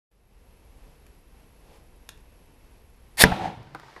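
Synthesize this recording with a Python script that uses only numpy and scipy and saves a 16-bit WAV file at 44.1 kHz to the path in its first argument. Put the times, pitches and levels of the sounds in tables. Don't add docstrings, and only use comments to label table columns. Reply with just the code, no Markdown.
import sys
import numpy as np
from scipy import signal
from scipy.fft import rfft, irfft, next_fast_len
from scipy.io import wavfile
from scipy.ndimage import uniform_filter1d, map_coordinates

SR = 44100
rng = np.random.default_rng(int(sys.argv[2]) if len(sys.argv) > 2 else 0)


def bounce(signal):
    frames = np.transpose(np.atleast_2d(signal))
    limited = np.clip(frames, -1, 1)
    pcm = np.round(limited * 32767).astype(np.int16)
    wavfile.write(sys.argv[1], SR, pcm)


N = 176400

SLAM_S, PUSH_S, PUSH_DB, RING_DELAY_S = 3.2378, .0012, 17, .0011
CRACK_DB, CRACK_T60_S = -4.5, .095
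# pitch_hz, level_db, t60_s
CAN_MODES = [(42, -14, .2), (138, -7, .25), (178.5, -4, .24), (238, -3, .11), (310, -7, .1), (443, -2, .1),
             (510, -8, .07), (595, -9, .1), (790, -9, .11), (975, -5, .085), (1380, -19, .16),
             (1590, -10, .06), (1740, 22, .0095), (1990, -11, .09)]
# freq_hz, level_db
CRACK_COLOUR = [(40, -6), (300, -1), (1000, -3), (2400, -6), (4000, -12), (7000, -25), (15000, -38)]
JET_COLOUR = [(60, -18), (120, -10), (300, -13), (750, -4), (1080, -5), (1250, -12), (1850, 1), (2400, -2),
              (2950, -10), (3500, -2), (4000, -6), (4500, -1.5), (6000, -11), (7500, -11), (10400, -5),
              (11800, -7), (13000, -13), (15000, -17)]
CLICK_COLOUR = [(200, -20), (600, -8), (1700, 4), (2700, -4), (3600, -1), (5000, -9), (6600, -4),
                (8800, -11), (10400, -1), (12500, -14), (15000, -15)]
JET_START_S, JET_PEAK_S, JET_END_S = 3.171, 3.2245, 3.24
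JET_DB, JET_SWELL_DB, JET_CURVE, JET_T60_S = -8, 34, 1.45, .022
# start_s, level_db
CLICKS = [(1.066, -50), (2.0905, -30), (2.176, -56)]
CLICK_T60_S, CLICK_ROOM_DB = .016, -9

# peak_s, level_db, rise_s, t60_s
YARD_ECHO = (3.255, -15.5, .01, .72)
WALL_ECHO = (3.322, -11.5, .012, .065)
TREE_ECHO = (3.455, -17, .17, .28)
HOLLOW_ECHO = (3.46, -30, .15, .45)
FAR_ECHO = (3.58, -32, .1, .85)
# freq_hz, level_db
YARD_COLOUR = [(24, -45), (40, -15), (191, 1), (422, -12), (554, -7), (980, -8), (1220, -17), (1350, -8),
               (1530, -18), (2510, -16), (3740, -19), (4030, -23), (7120, -37), (10100, -37), (15000, -49)]
WALL_COLOUR = [(50, 0), (130, 4), (400, -14), (800, 2), (1100, -8), (1600, -8), (2500, -22), (8000, -50)]
TREE_COLOUR = [(24, -48), (40, -18), (108, -10), (128, -15), (164, -2), (251, -18), (337, -9), (382, -28),
               (422, -16), (659, -14), (746, -2), (1320, -27), (1780, -21), (2450, -30), (3650, -32),
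               (10100, -54), (15000, -67)]
FAR_COLOUR = [(40, -10), (135, 12), (200, -4), (500, -12), (900, -9), (1300, -21), (2200, -22), (5000, -34),
              (12000, -64)]
# pitch_hz, width_hz, level_db
HOLLOW_PEAKS = [(748, 22, 0), (815, 40, -6), (172, 25, 1)]
# freq_hz, t60_s
SCATTER_T60 = [(200, .35), (3000, .35), (7000, .2), (14000, .1)]

# start_s, ring_db, pitch_hz, t60_s, tick_db
BITS = [(3.63, -50, 1000, .03, -38), (3.671, -43, 1550, .04, -56), (3.7485, -21, 790, .055, -25),
        (3.7985, -35, 1010, .025, -31), (3.833, -35, 966, .04, -54), (3.883, -41, 900, .08, -49),
        (3.929, -45, 1740, .03, -60), (3.938, -53, 4600, .015, -56), (3.9635, -33, 1100, .07, -60),
        (3.977, -42, 950, .06, -64)]
# pitch_ratio, level_db
BIT_MODES = [(.42, -14), (1, 0), (1.2, -7), (1.8, -11)]
TICK_T60_S, THUD_DB, BIT_ROOM_DB = .007, -3, -11
# peak_s, level_db, rise_s, t60_s
CRUMBS = (3.86, -47, .6, 2.5)
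# freq_hz, level_db
TICK_COLOUR = [(200, 0), (1500, 0), (2700, -7), (4800, -4), (6500, -12), (12000, -16), (15000, -28)]
THUD_COLOUR = [(100, -6), (300, 0), (1000, 0), (1900, -4), (2600, -17), (6000, -30), (14000, -45)]
CRUMB_COLOUR = [(100, -15), (950, 0), (1300, -5), (1900, -3), (2600, -10), (4800, -11), (7000, -21),
                (14000, -34)]

AIR_DB, AIR_WAVER_DB, AIR_WAVER_HZ = -53, .7, 8
# freq_hz, level_db
AIR_COLOUR = [(12, -18), (22, 0), (52, 1), (66, -4), (90, -11), (140, -14), (310, -19), (410, -19),
              (480, -17), (560, -23), (980, -25), (1300, -31), (2600, -31), (3300, -36), (5500, -38),
              (7100, -42), (8600, -40), (9500, -46), (11000, -43), (13000, -48), (14200, -49), (15000, -58)]
RUSTLE_COLOUR = [(100, -12), (400, 1), (900, 0), (1400, -12), (2200, -10), (4500, -15), (14000, -27)]
# peak_s, level_db, rise_s, t60_s
RUSTLE = (1.76, -57, .3, .3)
# pitch_hz, width_hz, level_db
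WHINE_PEAKS = [(11230, 580, 0), (10100, 500, -10)]
# pitch_hz, level_db
WHINE_TONES = [(2640, -82), (3110, -88), (10330, -92)]
WHINE_DB, BLIP_HZ, BLIP_DB = -73, 11950, -75
BLIP_S, BLIP_PERIOD_S, BLIP_START_S = .007, .0625, .0215
# time_s, gain_db
FADE_IN = [(.1, -70), (.115, -11), (.3, -6), (.52, 0)]

GAIN_TRIP_DB, GAIN_CUT_DB, GAIN_RECOVER_DB_PER_S = -14, 10, 15
GAIN_SENSE_S, GAIN_REACT_S, GAIN_HOLD_S = .004, .0175, .23
CLIP_HARDNESS, TOP_HZ = 5, 15200


def slam():
    age = np.maximum(clock() - SLAM_S, 0) / PUSH_S
    push = -amp(PUSH_DB) * age * (2 - age) * np.exp(-age)
    crack = amp(CRACK_DB) * decay(SLAM_S + RING_DELAY_S, CRACK_T60_S) * noise(CRACK_COLOUR)
    return push + ring(SLAM_S + RING_DELAY_S, CAN_MODES) + crack


def gas_jet():
    t = clock()
    to_go = np.clip((JET_PEAK_S - t) / (JET_PEAK_S - JET_START_S), 0, 1)
    fall_db = 60 * np.maximum(t - JET_END_S, 0) / JET_T60_S
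    level_db = JET_DB - JET_SWELL_DB * to_go ** JET_CURVE - fall_db
    return (t > JET_START_S) * amp(level_db) * noise(JET_COLOUR)


def igniter():
    snaps = noise(CLICK_COLOUR) * sum(amp(db) * decay(start_s, CLICK_T60_S) for start_s, db in CLICKS)
    return snaps + amp(CLICK_ROOM_DB) * near_scatter(snaps)


def echoes():
    paths = [(YARD_ECHO, YARD_COLOUR), (WALL_ECHO, WALL_COLOUR),
             (TREE_ECHO, TREE_COLOUR), (FAR_ECHO, FAR_COLOUR)]
    diffuse = sum(swell(*path) * noise(colour) for path, colour in paths)
    hollow = swell(*HOLLOW_ECHO) * resonant_noise(HOLLOW_PEAKS)
    return (clock() > SLAM_S) * (diffuse + hollow)


def debris():
    ticks, thuds, landings = noise(TICK_COLOUR), noise(THUD_COLOUR), np.zeros(N)
    for start_s, ring_db, pitch_hz, t60_s, tick_db in BITS:
        modes = []
        for ratio, mode_db in BIT_MODES:
            detune, spread_db = rng.normal(1, .015), rng.normal(0, 1.5)
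            mode_hz = pitch_hz * ratio * detune
            modes.append((mode_hz, ring_db + mode_db + spread_db, t60_s / np.sqrt(ratio)))
        thud = amp(ring_db + THUD_DB) * decay(start_s, t60_s) * thuds
        tick = amp(tick_db) * decay(start_s, TICK_T60_S) * ticks
        landings += ring(start_s, modes) + thud + tick
    crumbs = (clock() > SLAM_S) * swell(*CRUMBS) * noise(CRUMB_COLOUR)
    return landings + amp(BIT_ROOM_DB) * near_scatter(landings) + crumbs


def near_scatter(x):
    hz, t, spectrum = signal.stft(rng.standard_normal(SR // 2), SR, nperseg=256)
    damping = amp(-60 * t / along(SCATTER_T60, hz)[:, None])
    tail = signal.istft(spectrum * damping, SR, nperseg=256)[1]
    return signal.fftconvolve(x, tail / np.linalg.norm(tail))[:N]


def outdoor_air():
    knots = rng.standard_normal(int(N * AIR_WAVER_HZ / SR) + 4)
    waver = map_coordinates(knots, [clock() * AIR_WAVER_HZ])
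    rumble = amp(AIR_DB + AIR_WAVER_DB * waver) * noise(AIR_COLOUR)
    return rumble + swell(*RUSTLE) * noise(RUSTLE_COLOUR)


def camera_whine():
    t = clock()
    tones = sum(amp(db) * np.sqrt(2) * np.sin(2 * np.pi * hz * t) for hz, db in WHINE_TONES)
    gate = np.sin(np.pi * np.minimum((t - BLIP_START_S) % BLIP_PERIOD_S / BLIP_S, 1))
    blips = amp(BLIP_DB) * gate * 2 * np.sin(2 * np.pi * BLIP_HZ * t)
    return amp(WHINE_DB) * resonant_noise(WHINE_PEAKS) + tones + blips


def gain_control(x):
    t = clock()
    loud = uniform_filter1d(x * x, int(GAIN_SENSE_S * SR)) > amp(GAIN_TRIP_DB) ** 2
    since_loud_s = t - np.maximum.accumulate(np.where(loud, t, -10))
    recovered_db = GAIN_RECOVER_DB_PER_S * np.maximum(since_loud_s - GAIN_HOLD_S, 0)
    cut_db = np.maximum(GAIN_CUT_DB - recovered_db, 0)
    return x * amp(-np.interp(t - GAIN_REACT_S, t, cut_db))


def amp(db):
    return 10 ** (np.asarray(db) / 20)


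def clock():
    return np.arange(N) / SR


def along(points, hz):
    freqs, values = np.transpose(points)
    return np.interp(np.log(hz + 1), np.log(freqs + 1), values)


def filtered(x, response):
    size = next_fast_len(N + 8192)
    return irfft(rfft(x, size) * response(np.fft.rfftfreq(size, 1 / SR)), size)[:N]


def noise(colour):
    x = filtered(rng.standard_normal(N), lambda hz: amp(along(colour, hz)))
    return x / x.std()


def resonant_noise(peaks):
    def response(hz):
        return sum(amp(db) * (1j * hz * width / (pitch ** 2 - hz ** 2 + 1j * hz * width)) ** 2
                   for pitch, width, db in peaks)
    x = filtered(rng.standard_normal(N), response)
    return x / x.std()


def decay(start_s, t60_s):
    t = clock() - start_s
    return (t >= 0) * amp(-60 * np.abs(t) / t60_s)


def swell(peak_s, level_db, rise_s, t60_s):
    t = clock() - peak_s
    return amp(level_db + 20 * np.minimum(t, 0) / rise_s - 60 * np.maximum(t, 0) / t60_s)


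def ring(start_s, modes):
    t, start = np.arange(SR) / SR, round(start_s * SR)
    track = np.zeros(N + 2 * SR)
    for hz, db, t60_s in modes:
        track[start:start + SR] += amp(db - 60 * t / t60_s) * np.sin(2 * np.pi * hz * t)
    return track[:N]


def scene():
    shot = igniter() + gas_jet() + slam() + echoes() + debris()
    fade = amp(np.interp(clock(), *np.transpose(FADE_IN)))
    return (shot + fade * (outdoor_air() + camera_whine()))[None]


def record(dry):
    x = gain_control(dry[0])
    clipped = x / (1 + np.abs(x) ** CLIP_HARDNESS) ** (1 / CLIP_HARDNESS)
    return filtered(clipped, lambda hz: np.clip((TOP_HZ - hz) / 300 + .5, 0, 1))[None]


dry = scene()
out = record(dry)
bounce(out)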